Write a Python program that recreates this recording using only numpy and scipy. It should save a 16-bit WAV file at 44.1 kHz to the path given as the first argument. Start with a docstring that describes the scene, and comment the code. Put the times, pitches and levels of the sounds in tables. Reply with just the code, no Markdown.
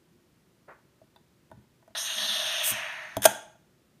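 """Opening a beer bottle

In a quiet kitchen an opener taps a crown cap, exciting the damped modes of steel, glass and worktop.
The seal cracks and turbulent gas hisses through the resonant gap, sinking in pitch as the pressure falls.
The cap slips with a knock, scrapes over the glass lip and lets go with a pop that rings in the room."""
import sys
import numpy as np
from scipy import signal
from scipy.fft import rfft, irfft, next_fast_len
from scipy.io import wavfile
from scipy.ndimage import uniform_filter1d, map_coordinates

SR = 44100
rng = np.random.default_rng(int(sys.argv[2]) if len(sys.argv) > 2 else 0)


def persist_wave(psi):
    """Save psi, clipped to +-1, as 16-bit WAV."""
    counts = np.round(np.clip(psi, -1, 1) * 32767).astype(np.int16)
    wavfile.write(sys.argv[1], SR, np.atleast_2d(counts).T)


N = 176400
T = np.arange(N) / SR

# spectrum of the opening scuff (frequency [Hz], level [dB])
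SCUFF_COLOUR = [(150, -20), (300, -7), (560, 0), (1300, -1), (2200, -10), (3000, -27), (6000, -45)]
# taps on the cap (time [s], level [dB], relative tick [dB], relative thud [dB], upper bottle modes [dB])
TAPS = [(1.016, -44, -30, -14, -12), (1.161, -53, -9, -25, 12), (1.502, -56, -14, -6, 2),
        (1.515, -38, -23, -12, 3), (1.826, -54, -20, -15, 8), (1.878, -44, -20, -15, -3),
        (1.906, -54, -21, -12, 2), (3.1682, -17, -9, -12, -3)]
# modes of the held bottle, the bottle on the worktop, the opener (frequency [Hz], level [dB], t60 [s])
BOTTLE_MODES = [(650, 0, .045), (830, -9, .04), (940, -10, .04), (1500, -13, .03), (1820, -17, .025)]
WORKTOP_MODES = [(72, -10, .14), (118, 0, .16), (207, -2, .12), (275, -2, .11), (390, -5, .05)]
OPENER_MODES = [(2650, -9, .03), (3620, 0, .04), (3850, -3, .035), (4600, -10, .025)]
# clinks of the opener (time [s], level [dB])
CLINKS = [(1.161, -52), (1.514, -62), (3.2205, -35)]
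# bumps on the worktop (time [s], level [dB], hardness [dB per octave])
BUMPS = [(1.527, -43, -5), (1.566, -41, -7), (2.445, -51, -6), (2.711, -36, 1), (3.171, -35, 2),
         (3.262, -33, 3)]

# resonances of the gap, the hollow under the opener, the cap (frequency [Hz], width [Hz], level [dB])
GAP_MODES = [(1790, 200, -2), (2600, 80, -4), (2865, 60, 0), (3320, 110, 0), (3620, 80, 2), (3900, 110, 1),
             (4500, 180, -2), (5300, 120, -2), (6400, 400, 2), (8450, 200, -1), (9400, 300, -1),
             (11300, 200, 3), (12050, 200, 1)]
HOLLOW_MODES = [(620, 36, 0), (672, 36, -1), (830, 120, -18)]
CAP_MODES = [(1600, 120, 0), (3340, 220, 0), (5220, 150, -7), (6480, 330, 0), (8760, 200, -6),
             (9380, 260, 3), (10250, 180, -6), (11900, 200, -4), (12750, 300, -6), (14200, 500, -9)]
# envelopes of main jet, thin jet at the crimps, low rush, treble fizz, hollow (time [s], level [dB])
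MAIN_LEVEL = [(1.955, -34), (1.985, -35), (2.03, -42), (2.075, -33), (2.14, -33), (2.161, -38),
              (2.19, -30.5), (2.33, -29.5), (2.4, -31.5), (2.63, -31.5), (2.7, -35), (2.8, -36.5),
              (3.0, -43), (3.15, -50)]
THIN_LEVEL = [(1.955, -50), (1.98, -35), (2.05, -35), (2.1, -41), (2.26, -39), (2.6, -41), (2.72, -42),
              (2.8, -50), (2.91, -60), (3.15, -66)]
RUSH_LEVEL = [(1.955, -39), (2.02, -46), (2.12, -42), (2.157, -45), (2.217, -38), (2.26, -42), (2.6, -39),
              (2.8, -39), (3.03, -44), (3.15, -51)]
FIZZ_LEVEL = [(1.965, -52), (1.98, -39), (2.05, -41), (2.1, -47), (2.22, -42), (2.6, -46), (2.74, -52),
              (2.91, -63), (3.15, -71)]
HOLLOW_LEVEL = [(1.955, -42), (2.01, -54), (2.14, -58), (2.235, -40), (2.27, -47), (2.43, -40), (2.52, -44),
                (2.66, -42), (2.87, -47), (2.92, -54), (3.15, -61)]
# spectral centres of the two jets (time [s], frequency [Hz])
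MAIN_PITCH = [(1.95, 3600), (2.03, 3300), (2.12, 3200), (2.25, 3650), (2.45, 3250), (2.62, 2950),
              (2.8, 2450), (3.0, 2050), (3.16, 1950)]
THIN_PITCH = [(1.95, 5300), (1.98, 5600), (2.04, 6250), (2.11, 6700), (2.17, 5700), (2.7, 5800)]
# source spectra of the gas noises, ahead of the gap (frequency [Hz], level [dB])
MAIN_COLOUR = [(500, -34), (800, -14), (1300, -4), (2000, 0), (4400, 0), (4900, -7), (7000, -10),
               (8000, -30)]
THIN_COLOUR = [(3000, -30), (4600, 0), (6800, 0), (7300, -15), (8000, -30)]
RUSH_COLOUR = [(450, -30), (620, -7), (900, -3), (1300, -2), (1900, 0), (2200, -8), (3000, -25),
               (5000, -45)]
FIZZ_COLOUR = [(6500, -30), (7400, -13), (8000, -19), (8450, 0), (9700, 0), (10500, -9), (11200, -4),
               (12100, -4), (13300, -23), (15000, -28)]
SPURT_COLOUR = [(2000, -28), (5000, -12), (6600, -8), (7600, -3), (8500, 0), (9400, 0), (10500, -5),
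                (11800, -3), (13500, -1), (15000, 0)]

# the cap's teeth on the lip, the last tearing free (start [s], rise [s], hold [s], t60 [s], level [dB])
SCRAPES = [(3.219, .002, .002, .04, -31), (3.229, .002, .003, .05, -30), (3.2395, .004, .001, .04, -22),
           (3.251, .004, .005, .016, -11)]
# spectrum of steel crunching on glass (frequency [Hz], level [dB])
CRUNCH_COLOUR = [(200, -12), (900, 2), (2700, 2), (4500, -4), (7000, -2), (13000, 0), (15500, -3)]
# partials of the pop (frequency [Hz], level [dB])
POP_TONES = [(330, -22), (645, 0), (860, -10), (1420, -16), (1605, -13)]

# reverberation time of the kitchen (frequency [Hz], t60 [s])
ROOM_T60 = [(100, .4), (800, .52), (3000, .46), (7000, .44), (10000, .35), (15000, .25)]
# spectra of the room's response and of its still air (frequency [Hz], level [dB])
ROOM_COLOUR = [(100, 1), (300, 3), (640, -7), (860, 3), (1150, -2), (1500, 4), (2400, 0), (3400, 2),
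               (4800, -6), (6600, 1), (10000, -3), (15000, -7)]
AIR_COLOUR = [(25, -14), (60, -3), (95, -7), (130, -1), (230, -4), (290, -9), (354, -3), (430, -13),
              (560, -14), (770, -20), (1200, -20), (2500, -23.5), (5000, -27), (10000, -31), (15000, -33)]


def amp(db):
    """Amplitude ratio: tenfold for every 20 dB."""
    return 10 ** (np.asarray(db) / 20)


def unit(x):
    """Normalisation to an rms of 1."""
    return x / np.sqrt(np.mean(x ** 2) + 1e-20)


def decay(t, t60):
    """Exponential damping: a fall of 60 dB in t60 seconds."""
    return np.exp(-np.log(1000) * t / t60)


def along(points, hz):
    """Interpolation on a logarithmic frequency axis."""
    f, values = np.transpose(points)
    return np.interp(np.log(hz + 1), np.log(f + 1), values)


def curve(points, t=T):
    """Linear interpolation in time."""
    return np.interp(t, *np.transpose(points))


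def filtered(x, response):
    """Linear filtering: the spectrum is multiplied by a frequency response."""
    size = next_fast_len(N + SR // 2)
    return irfft(rfft(x, size) * response(np.fft.rfftfreq(size, 1 / SR)), size)[:N]


def noise(colour):
    """Spectral shaping of white noise, at rms 1."""
    return unit(filtered(rng.standard_normal(N), lambda f: amp(along(colour, f))))


def resonant_noise(modes, order=1):
    """Forced vibration: noise drives resonators whose powers add, at rms 1."""
    def response(f):
        powers = (amp(2 * db) * abs(f * width / (hz * hz - f * f + 1j * f * width)) ** (2 * order)
                  for hz, width, db in modes)
        return np.sqrt(sum(powers))
    return unit(filtered(rng.standard_normal(N), response))


def swell(start, rise, hold, t60, db):
    """Amplitude envelope: smooth rise, hold and exponential decay, all timed in seconds."""
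    onset = np.sin(np.pi / 2 * np.clip((T - start) / rise, 0, 1)) ** 2
    return onset * amp(db) * decay(np.maximum(T - start - rise - hold, 0), t60)


def ring(start, modes, attack_s):
    """Free vibration: damped modes whose level and tuning vary a little from blow to blow."""
    t = np.maximum(T[:SR // 2] - start % (1 / SR), 0)
    scatter = rng.standard_normal((len(modes), 2))
    tone = sum(amp(db + 1.5 * louder) * decay(t, t60) * np.sin(2 * np.pi * hz * (1 + .015 * sharper) * t)
               for (hz, db, t60), (louder, sharper) in zip(modes, scatter))
    return np.pad(tone * (1 - np.exp(-t / attack_s)), (int(start * SR), N))[:N]


def scuff():
    """Friction noise: a soft scuff before the work begins."""
    return swell(start=.674, rise=.016, hold=.02, t60=.2, db=-49) * noise(SCUFF_COLOUR)


def cap_noise():
    """Frictional excitation: steel grinding on glass sounds the cap's resonances over a broad crunch."""
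    return unit(resonant_noise(CAP_MODES) + amp(-3) * noise(CRUNCH_COLOUR))


def opener_taps():
    """Impact excitation: each tap rings the bottle, thuds on the worktop and ticks on the cap."""
    metal = cap_noise()
    out = np.zeros(N)
    for start, db, tick_db, thud_db, upper_db in TAPS:
        lowest = ring(start, BOTTLE_MODES[:1], attack_s=.0008)
        upper = amp(upper_db) * ring(start, BOTTLE_MODES[1:], attack_s=.0008)
        thud = amp(thud_db) * ring(start, WORKTOP_MODES, attack_s=.001)
        tick = metal * swell(start - .0005, rise=.0005, hold=.0005, t60=.014, db=tick_db)
        out += amp(db) * (lowest + upper + thud + tick)
    return out


def opener_clinks():
    """Modal ringing: the steel opener vibrates briefly after striking the cap."""
    return sum(amp(db) * ring(start, OPENER_MODES, attack_s=.001) for start, db in CLINKS)


def worktop_bumps():
    """Contact hardness: the harder the bottle meets the worktop, the stronger the upper modes."""
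    pivot_hz = WORKTOP_MODES[1][0]
    out = np.zeros(N)
    for start, db, hardness in BUMPS:
        modes = [(hz, level + hardness * np.log2(hz / pivot_hz), t60) for hz, level, t60 in WORKTOP_MODES]
        out += amp(db) * ring(start, modes, attack_s=.005)
    return out


def gap_gain(hz, floor_db=-6):
    """Resonance: the gap under the cap raises sharp peaks above a flat response."""
    peaks = sum(amp(2 * db) / (1 + (2 * (hz - centre) / width) ** 2) for centre, width, db in GAP_MODES)
    return np.sqrt(amp(2 * floor_db) + peaks)


def gas(colour):
    """Source and filter: flow noise passes through the gap, at rms 1."""
    return unit(filtered(noise(colour), gap_gain))


def jet(pitch, colour, width_oct, skirt_db):
    """Turbulent jet noise: a spectral hump follows a pitch curve, at rms 1."""
    hz, t, spectrum = signal.stft(gas(colour), SR, nperseg=512)
    octaves = np.log2((hz[:, None] + 1) / curve(pitch, t))
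    hump = np.exp(-.5 * (octaves / width_oct) ** 2) + amp(skirt_db)
    gas_gain = gap_gain(hz) * amp(along(colour, hz))
    hump /= np.linalg.norm(hump * gas_gain[:, None], axis=0)  # even power as the hump moves
    return unit(signal.istft(spectrum * hump, SR, nperseg=512)[1][:N])


def hiss():
    """Turbulence: gas escapes and sounds the hollows around the cap until it is spent."""
    main = jet(MAIN_PITCH, MAIN_COLOUR, width_oct=.28, skirt_db=-17) * amp(curve(MAIN_LEVEL) - .8)
    thin = jet(THIN_PITCH, THIN_COLOUR, width_oct=.16, skirt_db=-20) * amp(curve(THIN_LEVEL) - .5)
    rush = gas(RUSH_COLOUR) * amp(curve(RUSH_LEVEL) - 1)
    fizz = gas(FIZZ_COLOUR) * amp(curve(FIZZ_LEVEL))
    # a spurt as the gap widens
    spurt = gas(SPURT_COLOUR) * swell(start=2.612, rise=.066, hold=.034, t60=.055, db=-24.5)
    hollow = resonant_noise(HOLLOW_MODES, order=2) * amp(curve(HOLLOW_LEVEL) - 2)
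    opens_s, spent_s, flutter_db = 1.9495, 3.17, .4
    seal = swell(opens_s, rise=.002, hold=spent_s - opens_s, t60=.06, db=0)
    flutter = amp(flutter_db * unit(uniform_filter1d(rng.standard_normal(N), size=300)))
    return seal * flutter * (main + thin + rush + fizz + spurt + hollow + whistle())


def neck_hum(hz=220, width_hz=70):
    """Cavity resonance: the air in the neck hums."""
    envelope = swell(start=2.15, rise=.04, hold=.03, t60=.8, db=-52)
    return envelope * resonant_noise([(hz, width_hz, 0)], order=2)


def whistle(waver_depth=.02, waver_s=.012):
    """Edge tone: a faint, unsteady whistle rides at the centre of the main jet."""
    knots = T / waver_s
    waver = map_coordinates(rng.standard_normal(int(knots[-1]) + 4), [knots])
    flicker_db = 3 * map_coordinates(rng.standard_normal(int(knots[-1]) + 4), [knots])
    hz = curve(MAIN_PITCH) * (1 + waver_depth * waver)
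    envelope = swell(start=2.19, rise=.06, hold=.09, t60=1.6, db=-38)
    return envelope * amp(flicker_db) * np.sin(2 * np.pi * np.cumsum(hz) / SR)


def cap_scrapes():
    """Sliding friction: the cap's teeth grind over the glass lip in short bursts."""
    return cap_noise() * sum(swell(*scrape) for scrape in SCRAPES)


def pop(start=3.253):
    """Sudden pressure release: the cap flies open with hollow, heavily damped tones."""
    tones = sum(amp(db) * np.sin(2 * np.pi * hz * (T - start)) for hz, db in POP_TONES)
    return swell(start, rise=.0025, hold=.0065, t60=.021, db=-6.5) * tones


def kitchen(x, tail_db=-13, walls_db=-15, delay_s=.005):
    """Reverberation: near surfaces reflect first; the room rings on, longest in the middle range."""
    hz, t, spectrum = signal.stft(rng.standard_normal(SR), SR, nperseg=256)
    tail = signal.istft(spectrum * decay(t, along(ROOM_T60, hz)[:, None]), SR, nperseg=256)[1]
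    walls = rng.standard_normal(len(tail)) * decay(T[:len(tail)], t60=.07)
    response = amp(tail_db) * tail / np.linalg.norm(tail) + amp(walls_db) * walls / np.linalg.norm(walls)
    reflected = signal.fftconvolve(x, np.pad(response, (int(delay_s * SR), 0)))[:N]
    return filtered(reflected, lambda f: amp(along(ROOM_COLOUR, f)))


def scene():
    """Superposition of the direct sound, its reverberation and the room's still air."""
    handling = scuff() + opener_taps() + opener_clinks() + worktop_bumps()
    direct = handling + hiss() + neck_hum() + cap_scrapes() + pop()
    return (direct + kitchen(direct) + amp(-64.5) * noise(AIR_COLOUR))[None]


def record(dry):
    """Band limiting and clipping: deep bass is shed, peaks stop at full scale, the top treble is cut."""
    low_cut_hz, top_hz, edge_hz = 70, 15330, 400
    x = signal.sosfilt(signal.butter(2, low_cut_hz, "high", fs=SR, output="sos"), dry[0])
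    return filtered(np.clip(x, -1, 1), lambda f: np.clip((top_hz - f) / edge_hz + .5, 0, 1))[None]


dry = scene()
out = record(dry)
persist_wave(out)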